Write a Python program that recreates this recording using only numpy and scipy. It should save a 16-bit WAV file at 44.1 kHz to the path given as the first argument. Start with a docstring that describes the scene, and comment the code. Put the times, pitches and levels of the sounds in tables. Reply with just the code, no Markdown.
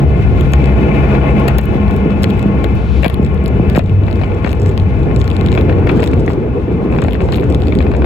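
"""The hull of a propeller airliner rumbles and hums as it rolls along the runway, heard from a phone held
against the window. Wheels, engines and airflow shake the hull, and the hollow double pane colours the left
microphone. The engine tone throbs, the propeller slows, and runway joints thump through the floor.
The pane rattles in its frame and the shaking phone ticks on it, over a thin hiss of rushing air."""
import sys
import numpy as np
from scipy import signal
from scipy.fft import rfft, irfft, next_fast_len
from scipy.io import wavfile
from scipy.ndimage import uniform_filter1d, minimum_filter1d, map_coordinates

SR = 44100
rng = np.random.default_rng(int(sys.argv[2]) if len(sys.argv) > 2 else 0)


def waveform_to_disk(signal):
    """Save audio, clipped to [-1, 1], as 16-bit WAV at the path in sys.argv[1]."""
    frames = np.transpose(np.atleast_2d(signal))
    scaled = np.clip(frames, -1, 1) * 32767
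    samples = np.round(scaled).astype(np.int16)
    wavfile.write(sys.argv[1], SR, samples)


N = 355005

# Faders of the noise beds: time_s, rumble_db, body_db, pane_db, hiss_db
BED_FADERS = [(0, -12, -16.5, -23.5, -56), (.5, -16, -17, -23, -53.5), (.75, -19, -14, -20, -53),
              (1.1, -20, -12.5, -16.5, -52), (1.42, -19.5, -11.5, -18, -51.5), (1.6, -16, -17, -22.5, -57),
              (2.2, -15.5, -17, -24.5, -58), (2.55, -17.5, -18, -25, -58.5), (2.95, -17.5, -22, -28.5, -58),
              (3.3, -18, -20, -28, -62), (3.7, -12.5, -18.5, -25, -58.5), (3.88, -15, -21, -31.5, -62.5),
              (4.3, -17, -18.5, -26.5, -60), (4.65, -16.5, -19.5, -29.5, -59.5),
              (5.1, -12.5, -18, -28, -59.5), (5.7, -25, -15, -25.5, -57.5), (5.85, -14, -13.5, -28, -60),
              (6, -12.5, -8.5, -25.5, -48), (6.12, -15, -15.5, -32, -59), (6.45, -18, -19, -32.5, -62.5),
              (6.85, -20.5, -14.5, -29.5, -61.5), (7.1, -16, -15.5, -31.5, -61.5),
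              (8.05, -18.5, -14, -31, -59.5)]
# Colour of the airflow: freq_hz, gain_db
HISS_EQ = [(1500, -34), (2500, 18), (3500, 17.5), (5000, 7), (7500, 0.5), (10000, -5), (12400, -1),
           (13600, -28.5), (17000, -49.5)]
# Swell of the phone sliding along the pane: time_s, level_db
RUB_FADER = [(2.7, -62), (2.8, -49), (2.9, -44), (3.02, -43.5), (3.06, -65.5)]
# Touches of the phone on the pane, as energies: start_s, snap_db, top_db, ring_db
PHONE_TOUCHES = [(0.226, -33, -36, -28), (0.398, -30, -29, -20), (0.41, -18.5, -14.5, -5),
                 (0.505, -36, -26.5, -19), (0.521, -21.5, -16, -19), (0.535, -3.5, -13.5, 4),
                 (0.642, -21.5, -33.5, -2.5), (0.658, -18.5, -25, -4), (1.307, -27, -27.5, -15),
                 (1.399, -20, -18, -14), (1.48, -8.5, -11.5, 1), (1.484, -8, -2.5, 6),
                 (1.494, -26, -19.5, -12), (1.584, -3.5, 2.5, 2), (1.587, -11, 0, -11),
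                 (1.601, -37, -25, -13), (1.611, -29, -21, -22), (1.614, -19, -14, -22.5),
                 (1.627, -32, -27, -25), (1.636, -33.5, -18, -23), (1.641, -34, -18.5, -23),
                 (1.656, -32, -11.5, -19), (1.881, -34, -28, -8), (1.91, -23, -19.5, -12),
                 (1.94, -32, -25, -20), (1.964, -21, -16, -17), (2.106, -36, -36, -13),
                 (2.221, -32, -22, -20), (2.226, -19, -17, -9), (2.233, -4.5, -9, -1.5),
                 (2.242, -10.5, -11, 9), (2.294, -30, -27, -16), (2.301, -25, -27.5, -7),
                 (2.306, -30.5, -17.5, -4), (2.378, -34, -26, -11), (2.394, -20, -22, -6),
                 (2.428, -18.5, -25.5, -5), (2.641, -20.5, -30, -4), (2.644, -19.5, -14.5, 1),
                 (2.754, -34, -23, -19), (3.027, -24, -23.5, -7), (3.033, -22, -42.5, -7),
                 (3.045, -20.5, -12, 4.5), (3.051, -21, -33, -15), (3.062, -24, -9, 3.5),
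                 (3.081, -27.5, -8.5, 2), (3.099, -29, -13, -1), (3.143, -38, -15.5, -5),
                 (3.229, -30, -28, -18), (3.248, -18, -30.5, -11), (3.264, -26.5, -31, -13),
                 (3.345, -24.5, -23.5, -21.5), (3.441, -23.5, -27, -21), (3.46, -27, -15, -2),
                 (3.48, -15, -17, -21), (3.699, -21, -14.5, -5), (3.75, -21, -20.5, 4),
                 (3.757, -21, -37, -10), (3.763, -7.5, -4.5, -2), (3.771, -10.5, -15.5, 1.5),
                 (3.776, -15, -25, -10), (3.785, -10, -4, 3), (3.792, -6.5, -22, 4), (3.84, -29, -30, -12),
                 (3.86, -32, -35, -11), (3.896, -35, -35, -6.5), (4.036, -32, -33, -13),
                 (4.067, -35, -37, -12), (4.112, -28.5, -31, -9), (4.128, -25, -32, -7.5),
                 (4.158, -32, -32, -11), (4.222, -31, -36, -17), (4.244, -28, -36, -10),
                 (4.347, -26, -43, -25), (4.444, -26.5, -50, -3), (4.462, -21, -34, -14),
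                 (4.474, -25.5, -37, -16), (4.482, -23, -39, -13), (4.493, -19, -24, -4.5),
                 (4.5, -27, -34, -14), (4.507, -24, -43, -12), (4.516, -18, -33, -16), (4.53, -23, -13, 0),
                 (4.599, -19, -40, -32), (4.618, -17, -30.5, -18), (4.631, -23, -40, -24),
                 (4.661, -16.5, -46, -7), (4.671, -24, -41, -20), (4.682, -21.5, -36, -24),
                 (4.693, -17, -38.5, -13), (4.7, -26, -37, -20), (4.713, -28, -41, -20),
                 (4.777, -15, -20, 0), (4.799, -25, -40, -6), (5.032, -29, -31.5, -14),
                 (5.148, -28, -39, -20), (5.162, -12.5, -35, -6), (5.193, -20.5, -33, -25),
                 (5.201, -18, -47, -15), (5.209, -20, -39, -18), (5.215, -16, -24, 0),
                 (5.243, -19, -41, -12), (5.278, -17.5, -19.5, -0.5), (5.302, -20, -25, -4.5),
                 (5.314, -26.5, -33, -3), (5.331, -29, -38, -18), (5.366, -15.5, -24.5, -2.5),
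                 (5.411, -19.5, -26, -3), (5.462, -17, -26, -1), (5.473, -30, -32.5, -6.5),
                 (5.486, -27, -32.5, -1), (5.518, -16.5, -27, -2), (5.527, -21, -32, 0.5),
                 (5.541, -20, -33.5, -10), (5.551, -21, -25, 0.5), (5.561, -25, -29.5, -16),
                 (5.588, -26, -32, -8), (5.611, -25, -21.5, -6), (5.868, -32, -35.5, -22),
                 (5.89, -19.5, -28.5, -12), (5.961, -22, -38, -17), (5.972, -22, -25.5, -10),
                 (5.978, -18, -24, -14), (5.995, -26, -30, -14), (6.004, -9, -45, -5),
                 (6.013, -24, -37, -16), (6.023, -17, -31, -1), (6.03, -15.5, -38.5, 3.5),
                 (6.035, -14, -32, -12), (6.04, -10, -8, 5.5), (6.047, -19, -17, -14),
                 (6.053, -28, -29, -16), (6.061, -14, -24.5, -7), (6.073, -14, -27, -12),
                 (6.076, -17, -15.5, 1), (6.115, -24, -39, -19), (6.138, -22, -37, -16),
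                 (6.196, -21.5, -41, -20), (6.205, -21, -43, -27), (6.263, -18, -34.5, -20),
                 (6.297, -26, -37.5, -15), (6.31, -20, -38, -17), (6.321, -24, -35, -20),
                 (6.334, -21, -35.5, -16), (6.934, -30, -31, -20), (6.957, -31, -30, -21),
                 (6.981, -21.5, -39, -35), (7.019, -13, -39, -5.5), (7.04, -17, -35, -9),
                 (7.065, -36, -38, -20), (7.074, -32, -36, -20), (7.082, -29, -35, -18),
                 (7.109, -35.5, -25, -8), (7.123, -36.5, -37, -7), (7.133, -34, -15, -2),
                 (7.145, -34, -29.5, -8.5), (7.212, -20.5, -39.5, -26), (7.22, -24.5, -44, -18),
                 (7.236, -26, -40, -24), (7.246, -25, -43, -18), (7.258, -27, -45, -24),
                 (7.281, -29, -45, -29), (7.322, -16.5, -23, -2), (7.326, -30, -24, -3),
                 (7.333, -22, -28, -8), (7.337, -30, -21, -3), (7.344, -26, -30, 1.5),
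                 (7.349, -25.5, -25.5, -14), (7.357, -22, -26, -4), (7.361, -27, -12, -6),
                 (7.367, -34, -20.5, -14), (7.374, -30, -21, -11), (7.398, -39, -22.5, -8),
                 (7.41, -34, -23, -13.5), (7.441, -24, -41, -18), (7.501, -16, -31, -12),
                 (7.51, -23, -38, -16), (7.524, -19, -37, -10), (7.547, -15.5, -26, -0.5),
                 (7.603, -34, -30, -13), (7.62, -26.5, -32, -6), (7.635, -29, -38, -12),
                 (7.671, -22, -31, -6), (7.683, -24.5, -31.5, -4), (7.752, -20.5, -28, -4),
                 (7.788, -20, -31, -2.5), (7.815, -27, -36, -10), (7.826, -31, -41, -6),
                 (7.885, -36, -42, -22), (7.918, -28, -47, -25), (7.967, -21, -36, -16)]
# Snap of the phone shell: freq_hz, width_hz, gain_db
SHELL_MODES = [(4930, 200, -8.5), (7640, 1100, -13.5)]
# The shell's two top modes: freq_hz, width_hz, gain_db
SHELL_TOP_MODES = [(11940, 8800, 0), (15300, 2000, 0)]
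# The shifting grip tilts the balance of the top modes: time_s, toward_upper_db
GRIP_TILT = [(0, 2), (2.6, 1.5), (3, -7), (3.5, -3.5), (3.8, 1.5), (4.2, 0.5), (6.8, -2.5), (7.2, -1.5),
             (8.05, 0)]
# Ring of the gap between phone and pane: freq_hz, width_hz, gain_db
GAP_MODES = [(3980, 1200, -3.5), (2380, 1050, 0)]
# Knocks of the pane in its frame: start_s, energy_db
PANE_KNOCKS = [(0.536, 7.5), (1.15, 5), (1.481, 12.5), (1.585, 15), (1.591, 8.5), (2.24, 6), (2.641, 6),
               (3.031, 10.5), (3.044, 11.5), (3.051, 15), (3.059, 14.5), (3.098, 2.5), (3.748, 9.5),
               (3.755, 14), (3.766, 11.5), (3.792, 18), (4.081, 3), (4.192, -1), (4.213, 5), (4.234, 6),
               (4.318, -3.5), (4.445, 11.5), (4.464, 7), (4.473, 5.5), (4.774, 0), (5.111, -1),
               (5.575, 11.5), (5.694, 5.5), (5.725, 5.5), (5.784, 0), (5.871, 11.5), (5.892, 14),
               (5.927, 2), (5.994, 12.5), (6.027, 13.5), (6.03, 12.5), (6.132, 3.5), (6.175, 0),
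               (6.277, 8.5), (6.301, 3.5), (6.923, 0), (6.937, -1.5), (6.947, 1), (6.962, 3), (6.985, 7.5),
               (7.022, 7), (7.046, 5.5), (7.082, 6.5), (7.151, 1.5), (7.204, 2.5), (7.216, 3.5),
               (7.287, 5.5), (7.325, 3.5), (7.382, 3), (7.422, 0.5), (7.431, 1.5), (7.722, 4), (7.804, 5.5),
               (7.866, 4), (7.915, 1), (7.937, 2), (7.948, 1.5), (8.02, 5), (8.043, 8.5)]
# Colour of a knock: freq_hz, gain_db
KNOCK_EQ = [(250, -24.5), (550, 13), (900, 5), (1300, 3), (1900, -1), (2550, 1), (3100, -10), (4000, -14.5),
            (4800, -26), (8000, -45.5)]
# Air modes inside the double pane: freq_hz, width_hz, gain_db
PANE_MODES = [(646, 64, 4.5), (851, 53, 3.5), (1078, 39.5, 2), (1434, 68, -3), (1736, 89, -7.5),
              (2113, 68, -4), (2344, 48, -3), (2586, 51, -2.5), (2945, 64, -11.5), (3420, 190, -23.5)]
# Blows from the runway joints: start_s, level_db, rise_ms
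RUNWAY_JOINTS = [(0.0363, -7, 2), (1.752, -4.5, 2), (2.057, -2, 3), (2.2968, -7, 3.6), (2.4562, -1.5, 4.4),
                 (3.061, -0.5, 1.7), (3.1944, 0.5, 4.3), (3.439, -8, 3.4), (3.596, -1.5, 1.9),
                 (3.712, -6.5, 4), (3.756, -7.5, 1.7), (3.7762, 8, .8), (4.444, -4, 3.1), (4.69, -11, 3.8),
                 (5.965, 0.5, 2.7), (5.989, -7.5, 2.7)]
# Fuzzy hum of the hull: time_s, level_db
HULL_HUM_FADER = [(0, -11), (1.4, -11), (2.1, -23.5), (2.5, -23.5), (2.8, -12), (3.7, -17.5), (4.3, -25),
                  (4.8, -19.5), (5.5, -15.5), (6.4, -26.5), (7.4, -19.5), (8.05, -16)]
# Sinking hum at the opening: time_s, pitch_hz, level_db
SINKING_HUM = [(0, 141, -9), (.3, 140, -22.5), (.5, 138.7, -12), (.8, 137.6, -22.5), (1.1, 137, -14.5),
               (1.5, 133.4, -13.5), (1.75, 131, -29)]
# Clear engine tone: time_s, pitch_hz, level_db
ENGINE_TONE = [(.2, 194.8, -30.5), (.9, 205.9, -17.5), (1.5, 206.5, -21), (2.5, 200.3, -19.5),
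               (3, 198.6, -29), (3.9, 194.7, -26)]
# Blade passing tone of the slowing propeller: time_s, pitch_hz, level_db
BLADE_TONE = [(3.8, 98.7, -10.5), (4.15, 95.26, -16.5), (5.1, 93.5, -26), (5.5, 92, -13), (6.2, 89, -20.5),
              (6.85, 84.5, -28), (7.15, 83.97, -20), (8.05, 83.5, -17.5)]
# Deep end of the hull's roar: freq_hz, gain_db
RUMBLE_EQ = [(12, -49), (20, -23.5), (70, 2), (200, -8), (260, -17), (440, -120)]
# Low-mid body of the roar: freq_hz, gain_db
BODY_EQ = [(90, -13.5), (130, 1), (200, -2), (270, -3), (400, -3), (480, -4.5), (560, -14), (800, -20.5),
           (1300, -30.5), (2200, -39), (4000, -85), (6000, -97)]
# Likeness of left and right in the roar: freq_hz, correlation
STEREO_LIKENESS = [(40, 0.45), (100, 0.87), (200, 0.9), (400, 1), (700, 0.42), (1200, 0.27)]
# The left microphone port hears the bass first: freq_hz, lead_rad
LEFT_LEAD = [(60, .3), (340, .5), (600, .8), (900, 0)]
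# Treble dips and peaks of the microphone ports: freq_hz, gain_db
PORT_EQ = [(8200, 0.5), (9300, -5), (10500, 1.5), (13000, 1.5), (13800, -4), (14500, 5), (15800, -8),
           (16700, -13.5)]


def amp(db):
    return 10 ** (np.asarray(db) / 20)


def unit_rms(x):
    return x / np.sqrt(np.mean(x ** 2) + 1e-20)


def along(points, hz):
    """Read (freq_hz, value) points on a log frequency axis."""
    freqs, values = np.transpose(points)
    return np.interp(np.log(hz + 1), np.log(freqs + 1), values)


def automation(rows):
    """One curve, sample by sample, for each column after the time."""
    time_s, *columns = np.transpose(rows)
    return [np.interp(np.arange(N) / SR, time_s, column) for column in columns]


def wobble(rate_hz):
    """A smooth random curve with rate_hz knots a second."""
    knots = rng.standard_normal(int(N * rate_hz / SR) + 4)
    return map_coordinates(knots, [np.arange(N) * rate_hz / SR])


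def filtered(x, response):
    """Filter x by a complex response, given as a function of frequency."""
    size = next_fast_len(N + SR // 2)
    return irfft(rfft(x, size) * response(np.fft.rfftfreq(size, 1 / SR)), size)[..., :N]


def resonators(modes, passes=1):
    """Response of a bank of resonances of alternating polarity; two passes steepen the skirts."""
    return lambda hz: sum((-1) ** k * amp(db) * 1j * hz * width / (centre**2 - hz**2 + 1j * hz * width)
                          for k, (centre, width, db) in enumerate(modes)) ** passes


def patchy_noise(depth_db):
    """Two white noises sharing random patches of gain in time and frequency."""
    spectra = signal.stft(rng.standard_normal((2, N)), nperseg=512)[2]
    patches = rng.standard_normal(spectra.shape[1:])
    patches = uniform_filter1d(uniform_filter1d(patches, 6, axis=0), 10, axis=1)
    return signal.istft(spectra * amp(depth_db * unit_rms(patches)), nperseg=512)[1][:, :N]


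def stereo_bed(eq, patchy_db):
    """Coloured stereo noise of rms 1, narrow in the low mids and wider below and above."""
    def mid_side(hz):
        angle = np.arccos(np.clip(along(STEREO_LIKENESS, hz), -1, 1)) / 2
        return amp(along(eq, hz)) * [np.cos(angle), np.sin(angle)]
    mid, side = filtered(patchy_noise(patchy_db), mid_side)
    return unit_rms(np.array([mid + side, mid - side]))


def bursts(start_s, energy_db, response, rise_s, fall_s, size=512):
    """Short noise bursts that swell and die, coloured and then scaled to a set energy."""
    t = np.arange(size) / SR
    envelope = (1 - np.exp(-(t / rise_s) ** 2)) * np.exp(-(t / fall_s) ** 2)
    grains = rng.standard_normal((len(start_s), size)) * envelope
    grains = irfft(rfft(grains) * response(np.fft.rfftfreq(size, 1 / SR)), size)
    grains *= (amp(energy_db) / np.linalg.norm(grains, axis=1))[:, None]
    positions = np.round(start_s * SR).astype(int)[:, None] + np.arange(size)
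    return np.bincount(positions.ravel(), grains.ravel(), N + size)[:N]


def tone(rows, drift_rad, flutter_db, pan_left_db=0):
    """A sine on a pitch curve, with wandering phase and level, faded at both ends."""
    pitch_hz, level_db = automation(rows)
    t = np.arange(N) / SR
    fade = np.clip(np.minimum(t - rows[0][0] + 0.036, rows[-1][0] + 0.0081 - t) / 0.0099, 0, 1)
    wave = np.sqrt(2) * np.sin(2 * np.pi * np.cumsum(pitch_hz) / SR + drift_rad * wobble(10))
    return fade * amp(level_db + flutter_db * wobble(12)) * wave * amp([[pan_left_db], [-pan_left_db]])


def at_both_ports(x, left_delay_s=.0002185):
    """Treble as the two ports hear it: alike, but late and inverted on the left."""
    return np.array([filtered(x, lambda hz: -np.exp(-2j * np.pi * hz * left_delay_s)), x])


def at_left_port(x, right_db, turn_rad):
    """A source beside the left port: the right one hears it weaker and turned in phase."""
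    return np.array([x, amp(right_db) * filtered(x, lambda hz: np.exp(1j * turn_rad))])


def airflow_hiss(trim_db=10.5, shared_db=-9):
    """Air rushing past: a wide, flickering hiss with a small part common to both ports."""
    white = rng.standard_normal((3, N))
    air = white[1:] + amp(shared_db) * at_both_ports(white[0])
    level_db = automation(BED_FADERS)[3] + trim_db + 1.3 * wobble(40)
    return amp(level_db) * unit_rms(filtered(air, lambda hz: amp(along(HISS_EQ, hz))))


def phone_rub(right_db=-5):
    """The phone slides along the pane: one short, grainy swell of friction noise."""
    friction = unit_rms(filtered(rng.standard_normal(N), resonators([(3300, 2000, 0)], passes=2)))
    level_db = automation(RUB_FADER)[0] + 1.5 * wobble(67)
    return amp(level_db) * friction * amp([[0], [right_db]])


def with_faint_touches(touches, scatter_s=.03, caps_db=(-36, -41, -23), spread_db=3):
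    """Scatter two faint touches around each listed one; return the times and the three energies."""
    start_s, *energies = np.transpose(touches)
    jitter = rng.standard_normal((len(start_s), 2, 4))
    faint_s = np.clip(start_s[:, None] + scatter_s * jitter[..., 0], .01, N / SR)
    columns = [np.append(start_s, faint_s)]
    for k, (energy_db, cap_db) in enumerate(zip(energies, caps_db), start=1):
        faint_db = np.minimum(energy_db[:, None], cap_db) + spread_db * jitter[..., k]
        columns.append(np.append(energy_db, faint_db))
    return columns


def phone_ticks():
    """The phone taps the pane: its shell snaps in both ports, then the gap rings at the left one."""
    start_s, snap_db, top_db, ring_db = with_faint_touches(PHONE_TOUCHES)
    snap_s = start_s - .0008
    snap = bursts(snap_s, snap_db, resonators(SHELL_MODES), rise_s=.00027, fall_s=.0023)
    tilt_db = np.interp(start_s, *np.transpose(GRIP_TILT)) / 2
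    for mode, mode_db in zip(SHELL_TOP_MODES, (top_db - tilt_db - 3, top_db + tilt_db - 6)):
        snap += bursts(snap_s, mode_db, resonators([mode], passes=2), rise_s=.00038, fall_s=.0013)
    ring = bursts(start_s - .0004, ring_db, resonators(GAP_MODES), rise_s=.00077, fall_s=.0011)
    return at_both_ports(snap) + at_left_port(ring, right_db=-17.5, turn_rad=-1.43)


def pane_rattle(heavy_above_db=12, crack_db=-8.5, ring_db=-13.5):
    """The loose pane knocks its frame: a crack and a rough clack that set its air modes ringing."""
    def colour(hz):
        return amp(along(KNOCK_EQ, hz)) * np.exp(-2j * np.pi * hz * lead_s)
    lead_s = .001  # bursts start early and the filter delays them, leaving room for its pre-ring
    start_s, energy_db = np.transpose(PANE_KNOCKS)
    fall_s = np.where(energy_db > heavy_above_db, .007, .0042)[:, None]  # heavy knocks clack longer
    clack = bursts(start_s - lead_s, energy_db, colour, rise_s=.0012, fall_s=fall_s, size=2048)
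    crack = bursts(start_s - lead_s, energy_db + crack_db, colour, rise_s=.00053, fall_s=.0016, size=2048)
    knocks = clack + crack
    ring = amp(ring_db) * filtered(knocks, resonators(PANE_MODES))
    return at_left_port(knocks + ring, right_db=-10, turn_rad=1.0)


def window_recess(knocks, t60_s=0.09, wet_db=-4.5):
    """The window recess answers each knock with a brief noisy tail."""
    t = np.arange(SR // 10) / SR
    tail = rng.standard_normal((2, len(t))) * amp(-60 * t / t60_s)
    tail /= np.linalg.norm(tail[0])
    return knocks + amp(wet_db) * signal.fftconvolve(knocks, tail, axes=1)[:, :N]


def runway_thumps(settle_hz=109.3, sweep_hz=1517, glide_s=0.00209, length_s=0.014):
    """A joint's blow spreads as a bending wave: the highs arrive first, so the pitch dives."""
    track = np.zeros(N + SR)
    t = np.arange(SR // 20) / SR
    pitch_hz = settle_hz + sweep_hz / (1 + t / glide_s) ** 2
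    dive = -np.cos(2 * np.pi * np.cumsum(pitch_hz) / SR) * np.exp(-(t / length_s) ** 4)
    for start_s, level_db, rise_ms in RUNWAY_JOINTS:
        attack = 1 - np.exp(-(t * 1000 / rise_ms) ** 2)
        track[round(start_s * SR):][:len(t)] += amp(level_db) * dive * attack
    return track[:N]


def engine_drone(beat_hz=4.4, beat_peak_s=1.6, beat_depth=0.37):
    """Engine and propeller tones; the two engines run slightly apart, so their tone throbs."""
    sinking = tone(SINKING_HUM, drift_rad=.3, flutter_db=2.5)
    engine = tone(ENGINE_TONE, drift_rad=.45, flutter_db=1.2)
    blades = tone(BLADE_TONE, drift_rad=.2, flutter_db=4.0, pan_left_db=0.5)
    throb = 1 + beat_depth * np.cos(2 * np.pi * beat_hz * (np.arange(N) / SR - beat_peak_s))
    return sinking + throb * engine + blades


def hull_hum(pitch_hz=66, width_hz=18):
    """Noise drives one low hull resonance into a fuzzy hum, leaning left."""
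    noise = rng.standard_normal((3, N))
    drive = noise[0] + 0.56 * noise[1:]
    hum = unit_rms(filtered(drive, resonators([(pitch_hz, width_hz, 0)], passes=2)))
    return amp(automation(HULL_HUM_FADER)[0] + [[1.1], [-1.1]]) * hum


def hull_roar():
    """Wheels, engines and airflow shake the hull; the double pane rings along by the left port."""
    rumble_db, body_db, pane_db = automation(BED_FADERS)[:3]
    shake = wobble(7.6)
    rumble = amp(rumble_db + 0.55 * wobble(9.2) + [[1.1], [-1.1]]) * stereo_bed(RUMBLE_EQ, patchy_db=0.5)
    body = amp(body_db + 0.79 * shake) * stereo_bed(BODY_EQ, patchy_db=2.0)
    flutter_db = .5 * shake + .6 * wobble(25)
    hollow = unit_rms(filtered(patchy_noise(depth_db=1.27), resonators(PANE_MODES)))
    pane, right_fill = amp(pane_db + flutter_db) * hollow
    pane = at_left_port(pane, right_db=-17, turn_rad=1.4) + right_fill * [[0], [amp(-11.5)]]
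    return rumble + body + pane


def scene():
    """The hull's low layers, leading on the left, under the hiss and the small noises at the window."""
    hull = hull_roar() + hull_hum() + engine_drone() + runway_thumps()
    hull = filtered(hull, lambda hz: np.exp(.5j * along(LEFT_LEAD, hz) * np.array([[1], [-1]])))
    return hull + airflow_hiss() + phone_rub() + phone_ticks() + window_recess(pane_rattle())


def record(dry, ceiling=.89, hold_s=.005, release_db_per_s=79, top_hz=16700):
    """A limiter ducks the peaks and releases steadily; the ports colour the treble, cut off at top_hz."""
    hold = round(hold_s * SR)
    over_db = np.maximum(0, 20 * np.log10(np.abs(dry).max(0) / ceiling + 1e-9))
    held_db = -minimum_filter1d(-over_db, size=hold)
    release_db = release_db_per_s * np.arange(N) / SR
    duck_db = np.maximum.accumulate(held_db + release_db) - release_db
    duck_db = uniform_filter1d(duck_db, size=hold - 1)
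    return filtered(dry * amp(-duck_db), lambda hz: amp(along(PORT_EQ, hz)) * (hz < top_hz))


dry = scene()
out = record(dry)
waveform_to_disk(out)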